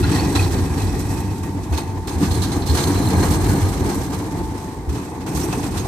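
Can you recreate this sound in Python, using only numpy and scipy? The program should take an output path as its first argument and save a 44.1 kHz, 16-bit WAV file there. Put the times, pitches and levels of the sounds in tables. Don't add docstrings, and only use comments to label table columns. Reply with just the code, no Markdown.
import sys
import numpy as np
from scipy import signal
from scipy.fft import rfft, irfft, next_fast_len
from scipy.io import wavfile

SR = 44100
rng = np.random.default_rng(int(sys.argv[2]) if len(sys.argv) > 2 else 0)


def inscribe(sig):
    pcm = np.round(np.clip(np.atleast_2d(sig).T, -1, 1) * 32767)
    wavfile.write(sys.argv[1], SR, pcm.astype(np.int16))


N = 259175
FFT_SIZE = next_fast_len(N, True)

# frequency in Hz, density in dB per Hz.
BED_COLOUR = [(15, -49), (25, -20), (63, -5), (81, 0), (96, 4), (130, -19), (160, -14), (210, -28),
              (350, -120)]
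# frequency in Hz, density in dB per Hz.
FLANGE_COLOUR = [(1000, 6), (1300, 4), (2000, -2.5), (3000, -2.5), (4000, 0), (4700, -2.5), (6500, -7),
                 (8600, -3.5), (9300, -6), (13000, -9), (14300, -12.5), (16200, -24)]
PART_EDGES_HZ = [3200, 4800, 7000]


def from_db(db):
    return 10 ** (np.asarray(db) / 20)


def rms_one(x):
    return x / np.sqrt(np.mean(x ** 2) + 1e-20)


def in_time(rows):
    s, *columns = np.transpose(rows)
    return [np.interp(np.arange(N) / SR, s, column) for column in columns]


def at_hz(points, hz):
    table_hz, values = np.transpose(points)
    return np.interp(np.log(hz), np.log(table_hz), values)


def bins_hz():
    return np.maximum(np.arange(FFT_SIZE // 2 + 1) * SR / FFT_SIZE, 1)


def to_time(bins):
    return irfft(bins, FFT_SIZE)[..., :N]


def drift(rate_hz):
    step, settle = 40, 2000
    pole = np.exp(-2 * np.pi * rate_hz * step / SR)
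    raw = rng.standard_normal(N // step + settle + 2)
    slow = signal.lfilter([1], [1, -2 * pole, pole * pole], raw)[settle:]
    return np.interp(np.arange(N) / step, np.arange(len(slow)), rms_one(slow))


def noise(spectrum):
    hz = bins_hz()
    inside = (hz > spectrum[0][0]) & (hz < spectrum[-1][0])
    white = rfft(rng.standard_normal((2, FFT_SIZE)))
    return rms_one(to_time(white * from_db(at_hz(spectrum, hz)) * inside))


def resonance(x, hz, width_hz):
    r = np.exp(-np.pi * width_hz / SR)
    feed = np.array([1, 0, -1]) * (1 - r * r) / 2
    return signal.lfilter(feed, [1, -2 * r * np.cos(2 * np.pi * hz / SR), r * r], x)


def double_resonance(x, hz, width_hz):
    return resonance(resonance(x, hz, width_hz), hz, width_hz)


def spell(start_s, end_s, db, rise_db_per_s, fall_db_per_s):
    t = np.arange(N) / SR
    return db - rise_db_per_s * np.maximum(start_s - t, 0) - fall_db_per_s * np.maximum(t - end_s, 0)


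def loudest_spell(rows, rise_db_per_s, fall_db_per_s):
    return np.max([spell(*row, rise_db_per_s, fall_db_per_s) for row in rows], axis=0)


def track_bed(bed_db):
    return from_db(bed_db) * noise(BED_COLOUR)


def low_boom():
    # start in seconds, end in seconds, level in dB.
    boom_swells = [(.5, .95, -36), (1.15, 1.8, -40), (3.2, 3.95, -30.5)]
    floor_db, edge_db_per_s = -38.5, 57
    boom_db = np.maximum(loudest_spell(boom_swells, edge_db_per_s, edge_db_per_s), floor_db)
    narrow = resonance(resonance(noise(BED_COLOUR), 52.46, 3.1), 55.36, 0.9)
    return from_db(boom_db) * rms_one(narrow)


def bogie_frame(load_db, bumps):
    # frequency in Hz, density in dB per Hz.
    frame_colour = [(71, -23), (120, 2.5), (145, 1.5), (189, -2.5), (220, -2), (292, 0.5), (466, -14),
                    (589, -48), (650, -21), (840, -59), (1430, -120)]
    # frequency in Hz, width of each of two passes in Hz, relative level in dB.
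    frame_modes = [(186.7, 24, -3), (286.2, 49, -3.5), (360.6, 80, -6.5), (451, 29, -10.5)]
    modes_db, surge_db, surge_rate_hz = -13.0, 3, 9
    shaken = noise(frame_colour)
    growl = shaken
    for hz, width_hz, db in frame_modes:
        gain = from_db(db + modes_db + surge_db * drift(surge_rate_hz))
        growl = growl + gain * rms_one(double_resonance(shaken, hz, width_hz))
    return from_db(load_db + 1.17 * bumps) * rms_one(growl)


def rail_roar(contact, bumps):
    # frequency in Hz, density in dB per Hz.
    rail_colour = [(290, 7.5), (500, -1), (595, -7), (764, 0), (909, 0), (1200, -9), (1290, -18.5),
                   (1900, -13), (2470, -20.5), (4180, -120)]
    # time in seconds, level in dB.
    roar_curve = [(0.0, -47), (0.16, -31.5), (1.49, -40), (3.2, -29.5), (4.92, -40), (5.87, -34)]
    rattle_db = 2.5
    rolling = from_db(in_time(roar_curve)[0] + 1.5 * bumps + 1.5 * drift(45))
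    rattled = from_db(rattle_db) * contact[0]
    return np.hypot(rolling, rattled) * noise(rail_colour)


def running_gear(load_db, bed_db, contact):
    bumps = drift(14)
    return track_bed(bed_db) + low_boom() + bogie_frame(load_db, bumps) + rail_roar(contact, bumps)


def flange_contact(grind_db):
    # start in seconds, end in seconds, extra level in dB.
    squeals = [(0, .5, 0), (2.4, 3.153, -2)]
    # start in seconds, level in dB before a common trim,
    # brightness in dB (tilts lowest part against highest), clang near 4 kHz in dB before a common lift,
    # 60 dB decay in seconds.
    rattles = [(0.025, -33.5, -16.5, 10, 0.92), (0.108, -17, -1.5, -3.5, 0.71), (0.145, -18, 2, 1, .3),
               (0.1774, -23.5, -9, 0, 0.23), (0.3214, -31.5, 11, -13, 0.74), (0.35, -11.5, -3, 2, 0.084),
               (0.366, -20, -5, -2, 0.4), (0.3904, -17.5, -1, 0, 0.28), (0.772, -19.5, -1, -3.5, 0.54),
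               (0.8144, -34, 13, 6, 0.2), (0.991, -18.5, 2, -10, 0.18), (1.089, -22.5, 1.5, -14, 0.81),
               (1.202, -16.5, 7, -10, 0.046), (1.4292, -22, -1, -33, 0.17), (1.6332, -23, 2, -9, 0.059),
               (1.721, -22, -2.5, -3.5, 0.75), (1.7733, -15.5, 0.5, 0.5, 0.16), (1.874, -25, -2, -3, 0.1),
               (2.0715, -20.5, -1, -5.5, 0.57), (2.2243, -24.5, -4, 1, 0.28), (2.309, -20, 2, 2, 0.22),
               (2.3484, -30, 6, 12, 0.13), (2.417, -14.5, 2.5, 3, 0.19), (2.516, -15, 1, 2, 0.11),
               (2.617, -26.5, -8, 7.5, 0.12), (2.658, -21.5, 2.5, -2, 1), (2.6955, -17, 3.5, 6, 0.096),
               (2.7414, -17.5, 0, -7, 0.93), (2.77, -11, 0, -2.5, 0.28), (2.838, -16.5, 3, 13, 0.029),
               (2.87, -8.5, 2.5, -3, 0.074), (2.9307, -21, 2, -14, 0.37), (3.069, -32, -17, 3, 0.064),
               (3.165, -20, 1, -19, 0.66), (3.2246, -10, -0.5, -12, 0.28), (3.304, -21.5, 7, -0.5, 0.45),
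               (3.4416, -23, -1, -0.5, 0.18), (3.488, -17.5, 1.5, -9, 0.61), (3.6844, -20, 5.5, -6, 0.18),
               (3.8874, -19, 2, -9, 0.6), (4.1185, -21, -2.5, -10, 0.3), (4.5694, -27.5, -0.5, -11, 0.76),
               (4.89, -22.5, -1, -9, 0.11), (4.95, -27, -4, -12, 0.72), (5.203, -28.5, -2, -4, 0.21),
               (5.262, -22, -0.8, -13, 1), (5.347, -19, 2.5, -7.5, 0.9), (5.375, -35, -2, -8, .3),
               (5.431, -25, -5, -18, 0.18), (5.525, -11, -2.5, -9, 0.11), (5.6286, -22.5, -5, 1.5, 0.12),
               (5.738, -22.5, -1.5, -14, 0.49), (5.768, -23, 3, -2, 0.42)]
    attack_s, low_lag_s = 0.0022, 0.0024
    rattle_trim_db, clang_lift_db, least_shrill_db = -16.0, 5.5, -3.4
    squeal_edge_db_per_s = 10
    power = np.tile(from_db(grind_db + 1.4 * drift(16)) ** 2, (4, 1))
    shrill_db = loudest_spell(squeals, squeal_edge_db_per_s, squeal_edge_db_per_s)
    power[1] *= from_db(np.maximum(shrill_db, least_shrill_db)) ** 2
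    for s, db, bright_db, clang_db, t60_s in rattles:
        at = round(s * SR)
        t = np.arange(min(N - at, SR // 2)) / SR
        shape = from_db(db + rattle_trim_db - 60 * t / t60_s) * (1 - np.exp(-t / attack_s))
        part_gains = from_db([[-bright_db], [clang_db + clang_lift_db], [0], [bright_db]])
        power[:, at:at + len(t)] += (shape * part_gains) ** 2
    lag = np.exp(-1 / (low_lag_s * SR))
    power[0] = signal.lfilter([1 - lag], [1, -lag], power[0], zi=[lag * power[0, 0]])[0]
    return np.sqrt(power)


def flanges(contact):
    grit = drift(32)
    scrape, hz = rfft(noise(FLANGE_COLOUR), FFT_SIZE), bins_hz()
    below = [0] + [1 / (1 + (hz / edge) ** 8) for edge in PART_EDGES_HZ] + [1]
    out = 0
    for strength, down, up in zip(contact, below, below[1:]):
        part = to_time(scrape * (up - down))
        out = out + strength * from_db(1.8 * grit + 1.6 * drift(35)) * part
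    return out


def street():
    return from_db(-53.5) * noise(FLANGE_COLOUR)


def wheels(contact):
    # frequency in Hz, width in Hz before widening, relative level in dB.
    modes_a = [(1650, 140, 0), (1880, 130, 2), (2545, 120, 0), (3270, 80, -10), (4070, 100, -3),
               (4450, 120, -4), (5580, 120, -6), (6400, 110, -7), (7880, 80, 1), (8740, 90, -1),
               (9980, 160, -7), (11900, 130, -11), (13450, 180, -8)]
    modes_b = [(1200, 110, 3), (1620, 160, 3), (2160, 140, -5), (3040, 130, -9), (3980, 150, -3),
               (4210, 130, 2), (5960, 80, -6), (6500, 110, -4), (8255, 130, 1), (10210, 90, 1),
               (12100, 90, -9), (13670, 100, -3), (15550, 70, -13)]
    modes_c = [(2560, 110, -2), (4230, 90, -6), (5740, 80, -7), (6500, 90, -3), (8230, 120, 0),
               (10210, 90, -2), (13650, 90, -4)]
    # start in seconds, end in seconds, relative level in dB.
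    wheel_spells = [
        [(0, 1.18, 7)],
        [(2.2, 3.86, 4)],
        [(1.72, 1.9, 5), (4.9, 5.88, 6.5)],
    ]
    rise_db_per_s, fall_db_per_s = 20.5, 15
    ring_db, flicker_db, widen = 6.0, 2.5, 1.45
    likeness = 0.95
    shared, own = rng.standard_normal((2, N))
    pair = np.array([shared, likeness * shared + np.sqrt(1 - likeness ** 2) * own])
    out = 0
    for modes, near in zip((modes_a, modes_b, modes_c), wheel_spells):
        near_db = loudest_spell(near, rise_db_per_s, fall_db_per_s)
        for hz, width_hz, db in modes:
            strength = contact[np.searchsorted(PART_EDGES_HZ, hz)]
            force = strength * from_db(near_db + flicker_db * drift(17.0))
            out = out + from_db(db + ring_db) * double_resonance(pair * force, hz, width_hz * widen)
    return out


def pings():
    # start in seconds, pitch in Hz, nominal peak in dB, hold in seconds.
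    ping_rows = [(0.027, 2660, -29, 0.0079), (0.035, 4130, -38.5, 0.014), (.19, 4430, -31, 0.01),
                 (0.385, 2520, -26, 0.011), (0.425, 4060, -32, 0.023), (0.454, 2530, -42, 0.028),
                 (0.677, 8900, -43, .012), (0.798, 2570, -32, 0.011), (0.028, 1410, -32, 0.015),
                 (1.712, 680, -35, .025), (1.768, 916, -28, 0.016), (2.623, 4100, -39, 0.0087),
                 (2.674, 4220, -34.5, 0.037), (2.76, 4130, -43.5, .36), (2.93, 3960, -45, 0.156),
                 (2.837, 4210, -30, 0.0053), (2.892, 4200, -50, 0.027), (3.069, 4070, -31, 0.0065),
                 (3.215, 4200, -37, 0.013), (3.165, 1600, -31, 0.035), (5.372, 4250, -38, 0.0089),
                 (5.429, 5690, -32.5, 0.007), (5.43, 13800, -40, .016), (5.435, 10200, -38, 0.013),
                 (5.44, 8230, -52, 0.013), (5.522, 2600, -37, 0.011), (5.792, 6500, -40, 0.018)]
    rise_s, t60_s, flutter_db = 0.0018, 0.044, 3.0
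    waver_share, hiss_width_share = .007, .035
    hiss_gain = .65
    out, t = np.zeros(N + SR), np.arange(SR * 3 // 4) / SR
    waver_s = np.pad(np.cumsum(waver_share * drift(65.5)) / SR, (0, SR), "edge")
    for s, hz, db, held_s in ping_rows:
        at = slice(round(s * SR), round(s * SR) + len(t))
        shape = (1 - np.exp(-t / rise_s)) * from_db(db - 60 * np.maximum(t - held_s, 0) / t60_s)
        width_hz = hiss_width_share * hz
        rough = resonance(rng.standard_normal(len(t)), hz, width_hz)
        hiss = rms_one(resonance(rough, hz, 2 * width_hz)) / np.sqrt(2)
        tone = np.sin(2 * np.pi * hz * (t + waver_s[at]) + np.pi * rng.standard_normal())
        out[at] += shape * (np.sqrt(1 - hiss_gain ** 2) * tone + hiss_gain * hiss)
    return out[:N] * from_db(flutter_db * drift(70))


def thuds():
    # start in seconds, level in dB before a common trim, pitch in Hz.
    drops = [(0.069, -13, 94), (0.376, -11, 87), (0.809, -15.5, 93), (1.703, -10.5, 74.7),
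             (2.143, -14, 79.6), (2.688, -8, 78.6), (2.928, -16, 88.3), (3.042, -17, 115),
             (3.142, -11.5, 83.4), (3.345, -28, 90), (3.464, -12, 103), (3.608, -10, 95),
             (3.799, -19, 84.4), (4.872, -13.5, 76.4), (5.338, -18, 72)]
    land_s, hold_s, t60_s, trim_db = .006, 0.029, 0.2, -3.5
    out = np.zeros(N)
    for s, db, hz in drops:
        at = round(s * SR)
        t = np.arange(min(N - at, SR // 2)) / SR
        decay = from_db(db + trim_db - 60 * np.maximum(t - hold_s, 0) / t60_s)
        out[at:at + len(t)] += decay * (1 - np.exp(-t / land_s)) * np.sin(2 * np.pi * hz * t)
    return out


def motor():
    # start in seconds, end in seconds, pitch at the start in Hz,
    # rms level at the start in dB, rms level at the end in dB.
    motor_passes = [(1.12, 2.05, 902, -43.5, -42.5), (4.42, 4.72, 881, -38, -45),
                    (5.0, 5.31, 871, -53, -43)]
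    sag_hz_per_s, edge_db_per_s = 13.5, 70
    out, t = 0, np.arange(N) / SR
    for start_s, end_s, start_hz, start_db, end_db in motor_passes:
        hz = start_hz - sag_hz_per_s * (t - start_s) + .4 * drift(3)
        plateau_db = np.interp(t, [start_s, end_s], [start_db, end_db])
        db = spell(start_s, end_s, plateau_db, edge_db_per_s, edge_db_per_s) + .8 * drift(3)
        out = out + np.sqrt(2) * from_db(db) * np.sin(2 * np.pi * np.cumsum(hz) / SR)
    return out


def scene():
    # time in seconds, bogie frame in dB, flange grinding in dB, track bed in dB.
    rolling_curve = [(0.0, -20, -35.5, -22), (0.03, -26.5, -42, -17.5), (0.1, -22.5, -39, -22.5),
                     (0.44, -25, -38.5, -24), (1.31, -30, -46.5, -28.5), (1.47, -30.5, -48, -31.5),
                     (2.13, -32, -59.5, -33.5), (2.23, -20, -36.5, -43), (2.29, -26, -39.5, -22),
                     (2.7, -24.5, -44.5, -31), (2.86, -24, -36.5, -23), (3.42, -23.5, -38, -25),
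                     (4.14, -27.5, -42.5, -30), (4.71, -32.5, -51, -34), (4.86, -36, -59.5, -36),
                     (4.94, -26.5, -45, -30.5), (5.12, -36, -51.5, -38), (5.34, -25.5, -66, -34.5),
                     (5.45, -26, -40, -30.5), (5.88, -28.5, -45.5, -31)]
    # frequency in Hz, left-right likeness from 0 to 1.
    port_likeness = [(30, 0.86), (80, 1), (150, 0.95), (300, 0.99), (430, 0.95), (600, 0.31), (800, 0.81),
                     (1000, 0.74), (1300, 0.067), (2000, 0.061), (4000, 0.069), (6000, 0.07),
                     (15000, 0.016)]
    load_db, grind_db, bed_db = in_time(rolling_curve)
    contact = flange_contact(grind_db)
    sound = running_gear(load_db, bed_db, contact) + flanges(contact) + street()
    sound[0] += thuds() + motor()
    mid, side = rfft(sound, FFT_SIZE)
    alike = at_hz(port_likeness, bins_hz())
    left_right = np.array([[1], [-1]])
    spread = to_time(np.sqrt(1 + alike) * mid + np.sqrt(1 - alike) * side * left_right)
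    return spread + wheels(contact) + pings()


def record(dry):
    # frequency in Hz, left minus right in dB.
    port_shading = [(60, -0.5), (400, .5), (520, -0.5), (750, 3.5), (1150, -1), (1600, 3), (2100, 0),
                    (2500, 1), (3100, -3), (4500, -6.5), (6000, -15), (8200, -11.5), (9200, 3),
                    (12000, -6.5), (15000, -4)]
    # frequency in Hz, lead of the left port in radians.
    port_phase = [(60, -0.63), (600, 0.6), (1030, 0.36), (1720, 1.16), (2580, 0.3), (3270, 1.7),
                  (4050, 0.2), (5940, 1), (7920, 2.5), (9560, 0.7), (15000, 2.1)]
    half_each = np.array([[1], [-1]]) / 2
    shade_db = at_hz(port_shading, bins_hz()) * half_each
    lead = at_hz(port_phase, bins_hz()) * half_each
    shaded = to_time(rfft(dry, FFT_SIZE) * from_db(shade_db) * np.exp(1j * lead))
    bass_cut = signal.butter(3, 42.0, "high", fs=SR, output="sos")
    top_cut = signal.ellip(10, .5, 75, 15500, fs=SR, output="sos")
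    return signal.sosfilt(top_cut, signal.sosfilt(bass_cut, shaded))


dry = scene()
out = record(dry)
inscribe(out)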